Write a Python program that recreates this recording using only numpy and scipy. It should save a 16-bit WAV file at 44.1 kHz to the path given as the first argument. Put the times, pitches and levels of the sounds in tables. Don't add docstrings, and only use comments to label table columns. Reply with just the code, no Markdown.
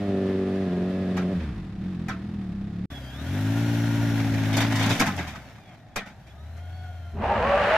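import sys
import numpy as np
from scipy import signal
from scipy.fft import rfft, irfft, next_fast_len
from scipy.io import wavfile
from scipy.ndimage import uniform_filter1d

SR = 44100
rng = np.random.default_rng(int(sys.argv[2]) if len(sys.argv) > 2 else 0)


def store_pcm(level_fs):
    pcm = np.round(np.clip(level_fs, -1, 1) * 32767).astype(np.int16)
    wavfile.write(sys.argv[1], SR, np.atleast_2d(pcm).T)


N = 342641
TIME = np.arange(N) / SR
FIRST_END_S, SECOND_START_S = 2.857, 2.901

# (time [s], speed [firings/s])
SPORT_SPEED = [(0, 101.4), (.164, 95.8), (.266, 96), (.436, 95), (.622, 96.4), (.694, 89), (.734, 89.7),
               (.96, 94), (1.256, 90.4), (1.31, 96.5), (1.356, 87), (1.45, 74), (1.53, 57), (1.65, 40.3),
               (1.76, 31), (1.88, 48), (1.98, 42.7), (2.06, 43), (2.16, 36.7), (2.3, 42.6), (2.46, 37.5),
               (2.58, 32.1), (2.86, 37.5)]
# (time [s], throttle [0-1])
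SPORT_THROTTLE = [(0, 0.57), (.13, 0.98), (.22, 1), (.45, 1), (.62, 0.83), (.8, 0.76), (.93, 0.76),
                  (1.25, 0.64), (1.315, 0.8), (1.37, 0.24), (1.43, 0.18), (1.73, 0.06), (1.87, 0.39),
                  (2.02, 0.31), (2.3, 0.24)]
SPORT_CYLINDERS = [1.6, 1.7, 1.9, 0.041]
# (frequency [Hz], level [dB])
SPORT_BOOM = [(25, -29), (42, -14), (70, -7), (95, -4.5), (140, 0.5), (168, 1), (181, 10), (195, 1.5),
              (250, -11.5), (340, -17), (600, -69)]
SPORT_THUMP = [(40, 8), (75, 7), (115, -9), (150, 6), (300, -56)]
SPORT_BARK = [(150, -38.5), (235, 6), (285, -3), (335, 1), (385, -5.5), (470, -10), (590, -21.5),
              (900, -61)]
SPORT_RASP = [(380, -40), (520, 5.5), (590, 4), (670, 0.5), (770, 2), (860, -23), (1100, -57.5)]
SPORT_GROWL = [(250, -33), (340, -4), (385, -4), (420, -15.5), (520, -29)]
SPORT_CLATTER = [(450, -13.5), (750, -14.5), (950, -10), (1200, -10.5), (1480, -12), (1720, -9),
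                 (1850, -11.5), (2500, -15.5), (4100, -20.5), (7500, -34.5), (11000, -38), (14000, -48)]
# (base level [dB], rise per doubling of speed [dB], drop with throttle shut [dB])
SPORT_BOOM_LAW = (-26, 0.89, 10.7)
SPORT_BARK_LAW = (-28.5, 5.1, 14)
SPORT_RASP_LAW = (-38, 34, 8.2)
SPORT_CLATTER_LAW = (-46.5, 5.97, 0.54)
# (time [s], boost [dB])
BOOM_SWELL = [(0, -5), (.12, -2), (.42, -5), (.63, -2), (.82, -1), (.93, -3), (1.27, 0.5), (1.315, -4),
              (1.365, 6), (1.45, -2.5), (1.8, 0), (1.95, -1.5), (2.3, 1.5)]
# (time [s], level [dB])
GROWL_LEVEL = [(0, -55), (.13, -31), (.42, -29), (.62, -36), (.81, -30), (.93, -39.5), (1.27, -34.5),
               (1.38, -51.5), (1.55, -78)]
# (time [s], height [m])
PIPE_HEIGHT = [(0, .35), (.2, 0.36), (.42, 0.71), (.6, 0.93), (.9, 1.49), (1.3, 1.51)]

def sport_bike():
    speed, = in_time(SPORT_SPEED)
    throttle, = in_time(SPORT_THROTTLE)
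    climb_speed, full_boom_throttle, crest_s, echo_s_per_m = 95, .47, 1.315, .0012
    octaves = np.log2(speed / climb_speed)
    pulling = np.minimum(throttle / full_boom_throttle, 1)
    idling = np.interp(speed, [45, 88], [1, 0])

    ragged = .3 * np.exp(-((TIME - crest_s) / .03) ** 2)
    burble = np.interp(throttle, [.1, .25], [.3, 0])
    labour = pulling * (1 - idling) * np.interp(speed, [89, 96], [.08, 0])
    pulses = firings(speed, SPORT_CYLINDERS, .11 + ragged + burble + labour, jitter=.1, bank_lag=.025)
    scattered = outdoors(pulses, t60=.09, wet_db=6)
    in_bed = even(pulses * (1 - idling) + idling * scattered)

    beats = (1 - .5 * idling) * even(colour(-pulses, SPORT_BOOM))
    drone = 2 * idling * idle_drone(speed)
    waver = from_db(1.5 * idling * drift(16))
    gas_flow = from_db(-21 + 6 * idling) * noise(SPORT_BOOM)
    boom_db = loudness(SPORT_BOOM_LAW, octaves, pulling) + in_time(BOOM_SWELL)[0]
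    boom = from_db(boom_db) * waver * even(beats + drone + gas_flow)
    growl = from_db(in_time(GROWL_LEVEL)[0]) * even(colour(-in_bed, SPORT_GROWL))
    bark = from_db(loudness(SPORT_BARK_LAW, octaves, throttle)) * even(colour(-in_bed, SPORT_BARK))
    rasp = from_db(loudness(SPORT_RASP_LAW, octaves, throttle)) * even(colour(scattered, SPORT_RASP))
    rasp = rasp + from_db(-8) * delayed(rasp, echo_s_per_m * in_time(PIPE_HEIGHT)[0])
    thump = (1 - pulling) * from_db(-21 + 13 * octaves) * even(colour(-pulses, SPORT_THUMP))

    ticks = even(colour(scattered, SPORT_CLATTER))
    hiss = noise(SPORT_CLATTER, puffs(pulses, decay_s=.005, depth=.25) * from_db(1.5 * drift(40)))
    clatter_db = loudness(SPORT_CLATTER_LAW, octaves, throttle)
    clatter = from_db(clatter_db) * (from_db(-3) * ticks + from_db(-2) * hiss)
    gear = pulling ** 2 * (1 - idling) * sport_gear(speed)
    return boom + growl + bark + rasp + thump + clatter + gear


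# (frequency [Hz], level [dB])
SILENCER = [(40, -7), (80, -8.5), (118, 0), (155, -19.5), (177, 5), (200, 2.5), (240, -11.5), (300, -20)]

def idle_drone(speed):
    phase = 2 * np.pi * np.cumsum(speed) / SR
    tones = sum(from_db(at_hz(SILENCER, k * speed)) * np.cos(k * phase) for k in range(1, 8))
    return even(tones[None])


def sport_gear(speed, teeth_per_firing=18.15):
    phase = 2 * np.pi * teeth_per_firing * np.cumsum(speed * (1 + .01 * drift(150))) / SR
    return from_db(-55 + 3.3 * drift(25)) * np.sin(phase)


# (time [s], speed [firings/s])
TOURER_SPEED = [(2.9, 70), (3.0, 65.5), (3.07, 63), (3.13, 66), (3.2, 75), (3.35, 101.2), (3.59, 114.5),
                (4.04, 113), (4.51, 107), (4.66, 113), (4.8, 106.5), (4.96, 114), (5.25, 78), (5.43, 61),
                (5.55, 52), (5.7, 43.5), (5.93, 33.5), (6.3, 68), (6.42, 77), (6.6, 85), (6.78, 88),
                (6.95, 86), (7.2, 81)]
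# (time [s], throttle [0-1])
TOURER_THROTTLE = [(3.12, 0.88), (3.32, 0.98), (4.93, 1), (4.98, 0.33), (5.015, 0.79), (5.2, 0.93),
                   (5.4, 0.74), (6.25, 0.62), (6.46, 0.89)]
TOURER_CYLINDERS = [0.32, -0.47, 0.42, 0.15, -0.52, 0.18]
# (frequency [Hz], level [dB])
TOURER_BOOM = [(25, -49), (55, -1), (80, 3), (110, 8.5), (135, -15), (180, -37.5), (400, -68)]
TOURER_BARK = [(80, -38), (130, 8.5), (170, -3.5), (220, -2.5), (280, 4), (305, -6.5), (340, -12),
               (450, -42), (700, -66), (1500, -99)]
TOURER_CLATTER = [(240, -16), (400, -2), (466, -10.5), (560, 2), (784, -2.5), (1260, -12), (1450, -2),
                  (1760, -3), (1960, -7.5), (3460, -11), (4700, -19.5), (5650, -15.5), (8800, -26),
                  (11900, -21.5), (15500, -28.5)]
CRANKCASE = [(480, -26), (620, -4), (770, -4.5), (900, -19.5)]
# (base level [dB], rise per doubling of speed [dB], drop with throttle shut [dB])
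TOURER_BOOM_LAW = (-24, 11.4, 53)
TOURER_BARK_LAW = (-24.5, 17.6, 24)
TOURER_CLATTER_LAW = (-34, 12.6, 1)

def tourer():
    speed, = in_time(TOURER_SPEED)
    throttle, = in_time(TOURER_THROTTLE)
    climb_speed, gas_flow = 110, from_db(-17)
    octaves = np.log2(speed / climb_speed)
    hidden = np.interp(TIME, [4.98, 6.42], [0, 1])
    boom_db = loudness(TOURER_BOOM_LAW, octaves, throttle)
    bark_db = loudness(TOURER_BARK_LAW, octaves, throttle) - 28 * hidden
    clatter_db = loudness(TOURER_CLATTER_LAW, octaves, throttle) - 13.5 * hidden

    rough = np.interp(speed, [60, 100], [.25, .045])
    pulses = firings(speed, TOURER_CYLINDERS, rough, jitter=.12)
    near_pipe = firings(speed / 2, TOURER_CYLINDERS[::2], rough, jitter=.0543)
    gate = puffs(pulses, decay_s=.0025, depth=.15)
    boom = from_db(boom_db) * (even(colour(-pulses, TOURER_BOOM)) + gas_flow * noise(TOURER_BOOM))
    bark = even(colour(-near_pipe, TOURER_BARK)) + gas_flow * noise(TOURER_BARK, gate)
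    ticks = even(colour(outdoors(near_pipe, t60=.15, wet_db=34), TOURER_CLATTER))
    hiss = noise(TOURER_CLATTER, gate * from_db(1.2 * drift(60)))
    clatter = from_db(clatter_db) * (from_db(-6.5) * ticks + from_db(-2.5) * hiss)
    churn = from_db(-58) * noise(CRANKCASE, gate)
    return boom + from_db(bark_db) * bark + churn + clatter + tourer_whine(speed, throttle, hidden)


# (pitch [times the firing rate], base level idling [dB], pulling [dB])
WHINE_TONES = [(8.36, -61, -55), (12.5, -70, -60), (16.7, -57, -62), (25, -70, -60), (37.5, -76, -61),
               (50, -60, -62), (75, -65, -79), (100, -70, -88)]
# (time [s], boost [dB])
WHINE_SWELL = [(2.9, 3), (3.2, 3), (3.37, -2), (3.6, 2), (4.05, 4), (4.5, -2), (5.4, -7), (5.7, -4),
               (6.1, -8), (6.4, -3), (6.7, 0), (7.1, -1)]
# (frequency [Hz], boost [dB])
CASING = [(400, -10), (720, -5.5), (1000, -5), (1450, 2), (1700, -2), (2000, -9), (2250, 3), (2600, -6),
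          (2950, -3), (3300, 6.5), (3800, 3), (4400, 4), (4900, -2), (5650, 3), (6150, -2), (8000, -29)]

def tourer_whine(speed, throttle, hidden):
    pulling = np.interp(speed, [62, 86], [0, 1])
    ripple = np.interp(throttle, [.82, .95], [.013, .022])
    phase = 2 * np.pi * np.cumsum(speed * (1 + ripple * drift(260))) / SR
    swell_db, = in_time(WHINE_SWELL)
    tones = 0
    for multiple, idle_db, pull_db in WHINE_TONES:
        hz = multiple * speed
        blocked_db = hidden * 3.5 * np.maximum(np.log2(hz / 700), 0)
        db = idle_db + pulling * (pull_db - idle_db) + at_hz(CASING, hz) - blocked_db
        flicker_db = 3 * drift(45) + 2 * drift(11)
        tones = tones + from_db(db + flicker_db) * np.sin(multiple * phase)
    return outdoors(from_db(swell_db) * tones, t60=.012, wet_db=4)


# (time [s], speed [firings/s])
FAR_SPEED = [(7.1, 245), (7.2, 230), (7.25, 202), (7.31, 201), (7.36, 207), (7.41, 154), (7.47, 188),
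             (7.53, 190), (7.59, 199), (7.66, 186), (7.71, 207), (7.77, 220)]
FAR_CYLINDERS = [2.5, -9, -12, -12]
FAR_MULTIPLES = [3, 4, 4.5, 6]
# (time [s], first [dB], second [dB], third [dB], fourth [dB])
FAR_TONE_LEVELS = [(7.24, -38, -38, -47, -59), (7.32, -31, -18.5, -23.5, -40), (7.41, -27.5, -48, -44, -28),
                   (7.47, -27, -40, -49, -26.5), (7.53, -22, -29, -48, -29), (7.6, -27.5, -25, -36, -28),
                   (7.66, -26, -48, -38, -37), (7.77, -20, -25, -51, -42)]
# (frequency [Hz], level [dB])
FAR_HOWL = [(250, -43.5), (420, -3), (500, -1.5), (590, 5.5), (720, 1), (800, 4.5), (860, 2), (950, -2),
            (1180, -6), (1400, -24), (2200, -69.5)]
FAR_RASP = [(710, 0), (1200, -4), (1320, -1.5), (1700, -1), (2150, -7), (2850, -8.5), (3210, -16),
            (4090, -21), (5320, -30), (15000, -51)]
FAR_RUMBLE = [(15, -46), (25, -23), (65, 1.5), (146, -11.5), (216, -4), (296, -17.5), (400, -12),
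              (520, -43), (880, -120)]

def far_bike():
    speed, = in_time(FAR_SPEED)
    full_s, swell_db_per_s, approach_db_per_s, rumble_fall_db_per_s = 7.24, 256, 22.5, 15
    since = TIME - full_s
    swell_db = swell_db_per_s * np.minimum(since, 0)
    rasp_db = -33 + swell_db + approach_db_per_s * since
    rumble_db = -28.5 - rumble_fall_db_per_s * np.maximum(since, 0)
    pulses = firings(speed * (1 + .006 * drift(40)), FAR_CYLINDERS, rough=.28, jitter=.098)
    pulses = outdoors(pulses, t60=.7, wet_db=2.5)
    howl = from_db(-26 + swell_db) * even(colour(pulses, FAR_HOWL) + .21 * noise(FAR_HOWL))
    rasp = from_db(rasp_db) * even(colour(pulses, FAR_RASP) + .11 * noise(FAR_RASP))
    phase = 2 * np.pi * np.cumsum(speed * (1 + .008 * drift(90))) / SR
    tones = sum(from_db(db + swell_db + 2 * drift(50)) * np.sin(multiple * phase)
                for multiple, db in zip(FAR_MULTIPLES, in_time(FAR_TONE_LEVELS)))
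    return outdoors(tones, t60=.35, wet_db=-15) + howl + rasp + from_db(rumble_db) * noise(FAR_RUMBLE)


# (time [s], strength [dB], brightness [dB], ringing [dB], rattle length [s], pitch of the spot [Hz])
CLANKS = [(1.165, -23, -17.5, -2, 0.023, 1252), (1.39, -41.5, -36, -5, 0.13, 1500),
          (2.081, -22, -16.5, 4, 0.016, 1340), (4.527, -28.5, -8, 4, 0.02, 3495),
          (4.565, -24.5, 1.5, 2, 0.021, 3760), (4.6, -25, -4, 4, 0.023, 3800),
          (4.719, -30, -4, 1, 0.013, 3400), (4.753, -29.5, -4, 0, 0.033, 3505),
          (4.792, -28, -7, 6, 0.029, 2600), (4.823, -22.5, -9.5, 1, 0.024, 3200),
          (4.856, -23.5, -7, -4, 0.017, 2020), (4.889, -25.5, -11, -1, 0.12, 3100),
          (4.994, -11.5, -10, -0.5, 0.026, 1770), (5.058, -24.5, -9.5, 3, 0.031, 1377),
          (5.161, -44, 9, -3, .012, 2500), (5.176, -24.5, -20, -2, 0.03, 1680),
          (5.269, -36, -13, 1.5, 0.064, 2290), (5.347, -40, -17, 5, 0.027, 1610),
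          (5.957, -21, -5.5, 5, 0.02, 1930), (6.056, -41, -16.5, -1.5, 0.065, 1690),
          (6.263, -52.5, -11, 2, 0.051, 2300), (6.565, -46.5, -12, 0, 0.027, 1440)]
# (frequency [Hz], level [dB], time to fade by 60 dB [s])
RAMP_NOTES = [(658.4, -0.5, 0.39), (725, -23, 0.21), (1060, -7, 0.11), (1212, -13, 0.44), (1240, -29, 0.19),
              (1317.5, -3.5, 0.09), (1420, -6, 0.11), (1567, -1, 0.037), (1767, -5.5, 0.1),
              (1880, -14, 0.28), (2030, -6.5, .08), (2170, -18, 0.13), (2390, -0.5, 0.012),
              (3059, -5, 0.031), (3357, -4, 0.018), (3630, 0, 0.011), (4430, -5.5, 0.018),
              (5600, -24, 0.22), (6250, -10, .06)]
# (frequency [Hz], level [dB])
RAMP_BODY = [(100, -2), (205, 13.5), (300, 4.5), (450, -6), (750, 6), (1050, -2), (1500, -1), (2300, 0.5),
             (2900, -8), (3700, -10), (5500, -17.5), (12000, -47)]
METAL_CONTACT = [(1500, -102), (3500, 20), (6500, 23.5), (9000, 15.5), (13000, 15.5), (16000, -2)]

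def ramp():
    force = rung_chatter()
    bright = force * from_db(-24)
    note_force = np.tile(force * from_db(-17.5), (len(RAMP_NOTES), 1))
    note_hz = np.array(RAMP_NOTES)[:, :1]
    for start_s, strength_db, bright_db, ring_db, length_s, spot_hz in CLANKS:
        hit_span, hit = knock(start_s, strength_db, length_s)
        settle = knock(start_s + .0096, strength_db - 7, length_s=.054)
        bright[hit_span] += hit * from_db(bright_db)
        octaves_away = np.minimum(np.abs(np.log2(note_hz / spot_hz)), 1.2)
        for span, burst in (hit_span, hit), settle:
            force[span] += burst
            note_force[:, span] += burst * from_db(ring_db - 13.5 * octaves_away)
    grit = rng.uniform(-.74, 1, (2, N))
    spikes = rng.random(N) < 2500 / SR
    impacts = rms_one(stereo(grit * (.5 + spikes)))
    notes = sum(from_db(db) / np.sqrt(t60 * SR) * ring(push * impacts, hz, t60)
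                for push, (hz, db, t60) in zip(note_force, RAMP_NOTES))
    notes = delayed(notes, .0009 * drift(14))

    empty_s, empty_cut_hz = 5.6, 210
    loaded = colour(force * impacts, RAMP_BODY)
    empty = signal.sosfilt(signal.butter(2, empty_cut_hz, "high", fs=SR, output="sos"), loaded)
    body = np.where(TIME < empty_s, loaded, empty)
    contact = colour(bright * impacts, METAL_CONTACT)
    return outdoors(from_db(-2) * body + from_db(8.5) * notes + from_db(2) * contact, t60=.15, wet_db=-15)


def knock(start_s, strength_db, length_s, rise_s=.004):
    start = int(start_s * SR)
    age = TIME[:min(N - start, SR // 2)]
    rise = (1 - np.exp(-age / rise_s)) ** 2
    decay = np.exp(-age / max(length_s / 2, .002))
    return slice(start, start + len(age)), from_db(strength_db) * rise * decay


def rung_chatter():
    arch_s, rise_db_per_s, fall_db_per_s = 4.707, 20, 26
    taps_per_s, rubbing = 220, .5
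    fade_db = np.maximum(rise_db_per_s * (arch_s - TIME), fall_db_per_s * (TIME - arch_s))
    level = from_db(-28 - fade_db + 2 * drift(40)) * (TIME > SECOND_START_S)
    taps = (rng.random(N) < taps_per_s / SR) * rng.uniform(.4, 1, N)
    return level * rms_one(rubbing + die_away(taps, decay_s=.0025))


# (time [s], strength [dB])
BED_THUDS = [(5.003, -29), (5.967, -41)]
# (frequency [Hz], level [dB], time to fade by 60 dB [s])
BED_NOTES = [(165, -6, 0.249), (198, -3, 0.61), (259, -6, .15)]

def truck_bed():
    blows = np.zeros(N)
    for start_s, db in BED_THUDS:
        blows[int(start_s * SR)] = from_db(db)
    notes = sum(from_db(db) * ring(blows, hz, t60) for hz, db, t60 in BED_NOTES)
    return outdoors(notes, t60=.15, wet_db=-6.5)


# (time [s], level [dB])
WIND_LEVEL = [(2.9, -63), (3.6, -51), (4.2, -35.5), (5.0, -46), (5.6, -62), (7.3, -62)]
# (frequency [Hz], level [dB])
WIND_TONE = [(20, -23), (40, -8), (70, -9.5), (150, -7.5), (400, -24)]

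def wind():
    level = from_db(in_time(WIND_LEVEL)[0] + 1.3 * drift(25))
    return level * rms_one(colour(rng.standard_normal((2, N)), WIND_TONE))


# (frequency [Hz], level [dB])
AIR_TONE = [(15, -38), (25, -20), (112, 0), (231, -11), (450, -27.5), (749, -16.5), (952, -28.5),
            (1810, -29), (2930, -47.5), (3730, -36), (12100, -59.5), (15000, -68)]

def open_air():
    return noise(AIR_TONE)


def firings(speed, cylinders, rough, jitter, bank_lag=0):
    count = np.cumsum(speed) / SR
    k = np.arange(int(count[-1]))
    chance = rng.standard_normal((4000, 2))[k]
    unsteady = np.interp(k, count, np.broadcast_to(rough, N))
    due = k + bank_lag * (k % 2) + jitter * unsteady * chance[:, 0]
    at = np.interp(due, count, np.linspace(0, N - 2, N))
    strength = from_db(np.array(cylinders)[k % len(cylinders)]) * np.exp(unsteady * chance[:, 1])
    whole, part = at.astype(int), at % 1
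    return np.bincount(whole, strength * (1 - part), N) + np.bincount(whole + 1, strength * part, N)


def loudness(law, octaves, throttle):
    full_db, db_per_octave, shut_db = law
    return full_db + db_per_octave * octaves - shut_db * (1 - throttle)


def puffs(pulses, decay_s, depth):
    return 1 + depth * rms_one(die_away(pulses, decay_s))


def die_away(clicks, decay_s):
    return signal.lfilter([1], [1, -np.exp(-1 / (decay_s * SR))], clicks + 1e-18)


def ring(clicks, hz, t60):
    fade, step = from_db(-60 / (t60 * SR)), 2 * np.pi * hz / SR
    return signal.lfilter([0, np.sin(step)], [1, -2 * fade * np.cos(step), fade * fade], clicks + 1e-18)


def outdoors(x, t60, wet_db):
    t = TIME[:SR // 2]
    scatter = rng.standard_normal((2, len(t))) * from_db(-60 * t / t60) * (t > .004)
    scatter /= np.linalg.norm(scatter, axis=1, keepdims=True)
    echoes = signal.oaconvolve(np.broadcast_to(x, (2, N)), scatter, axes=1)[:, :N]
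    return x + from_db(wet_db) * stereo(echoes)


# (frequency [Hz], likeness [0-1])
EAR_LIKENESS = [(100, 1), (400, 0.97), (900, 0.89), (2000, 0.65), (4000, 0.13), (14000, 0.022)]

def stereo(pair):
    size = next_fast_len(N)
    alike = np.clip(at_hz(EAR_LIKENESS, np.arange(size // 2 + 1) * SR / size), -.99, .999)
    mid, side = rfft(pair, size) * np.sqrt([(1 + alike) / 2, (1 - alike) / 2])
    return irfft([mid + side, mid - side], size)[:, :N]


def colour(x, spectrum, size=8192):
    hz = np.arange(size // 2 + 1) * SR / size
    octaves_outside = np.abs(np.log2((hz + 1) / np.clip(hz + 1, spectrum[0][0], spectrum[-1][0])))
    cepstrum = irfft(np.log(from_db(at_hz(spectrum, hz) - 12 * octaves_outside)))
    cepstrum[1:size // 2] *= 2
    cepstrum[size // 2 + 1:] = 0
    response = irfft(np.exp(rfft(cepstrum)))
    response = response / np.linalg.norm(response)
    return signal.oaconvolve(np.atleast_2d(x), response[None], axes=1)[:, :N]


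def noise(spectrum, gate=1):
    return rms_one(colour(stereo(rng.standard_normal((2, N)) * gate), spectrum))


def delayed(x, delay_s):
    return np.array([np.interp(TIME - delay_s, TIME, channel) for channel in x])


def even(x, span_s=.078):
    power = uniform_filter1d(np.mean(x ** 2, axis=0), int(span_s * SR))
    return x / np.sqrt(np.maximum(power, 0) + 1e-12)


def drift(rate):
    knots = rng.standard_normal(4000)
    return np.interp(TIME * rate, np.arange(len(knots)), knots)


def in_time(rows):
    times, *columns = np.transpose(rows)
    return [np.interp(TIME, times, column) for column in columns]


def at_hz(points, hz):
    points = np.array(points)
    return np.interp(np.log(hz + 1), np.log(points[:, 0]), points[:, 1])


def rms_one(x):
    return x / np.sqrt(np.mean(x ** 2) + 1e-20)


def from_db(db):
    return 10 ** (np.asarray(db) / 20)


def scene():
    first = TIME < FIRST_END_S
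    later = np.clip((TIME - SECOND_START_S) / .004, 0, 1)
    far_share, = in_time([(7.13, .0062), (7.17, .88)])
    tourer_share, = in_time([(7.15, .75), (7.32, .29)])
    lean_left = from_db([[.75], [-.75]])
    background = open_air() * (from_db(-45) * first + from_db(-49.5) * later) + later * wind()
    bikes = first * sport_bike() + later * tourer_share * lean_left * tourer() + far_share * far_bike()
    return bikes + ramp() + truck_bed() + background


def record(dry, cutoff_hz=15450):
    return signal.sosfilt(signal.ellip(10, .1, 90, cutoff_hz, fs=SR, output="sos"), dry)


dry = scene()
out = record(dry)
store_pcm(out)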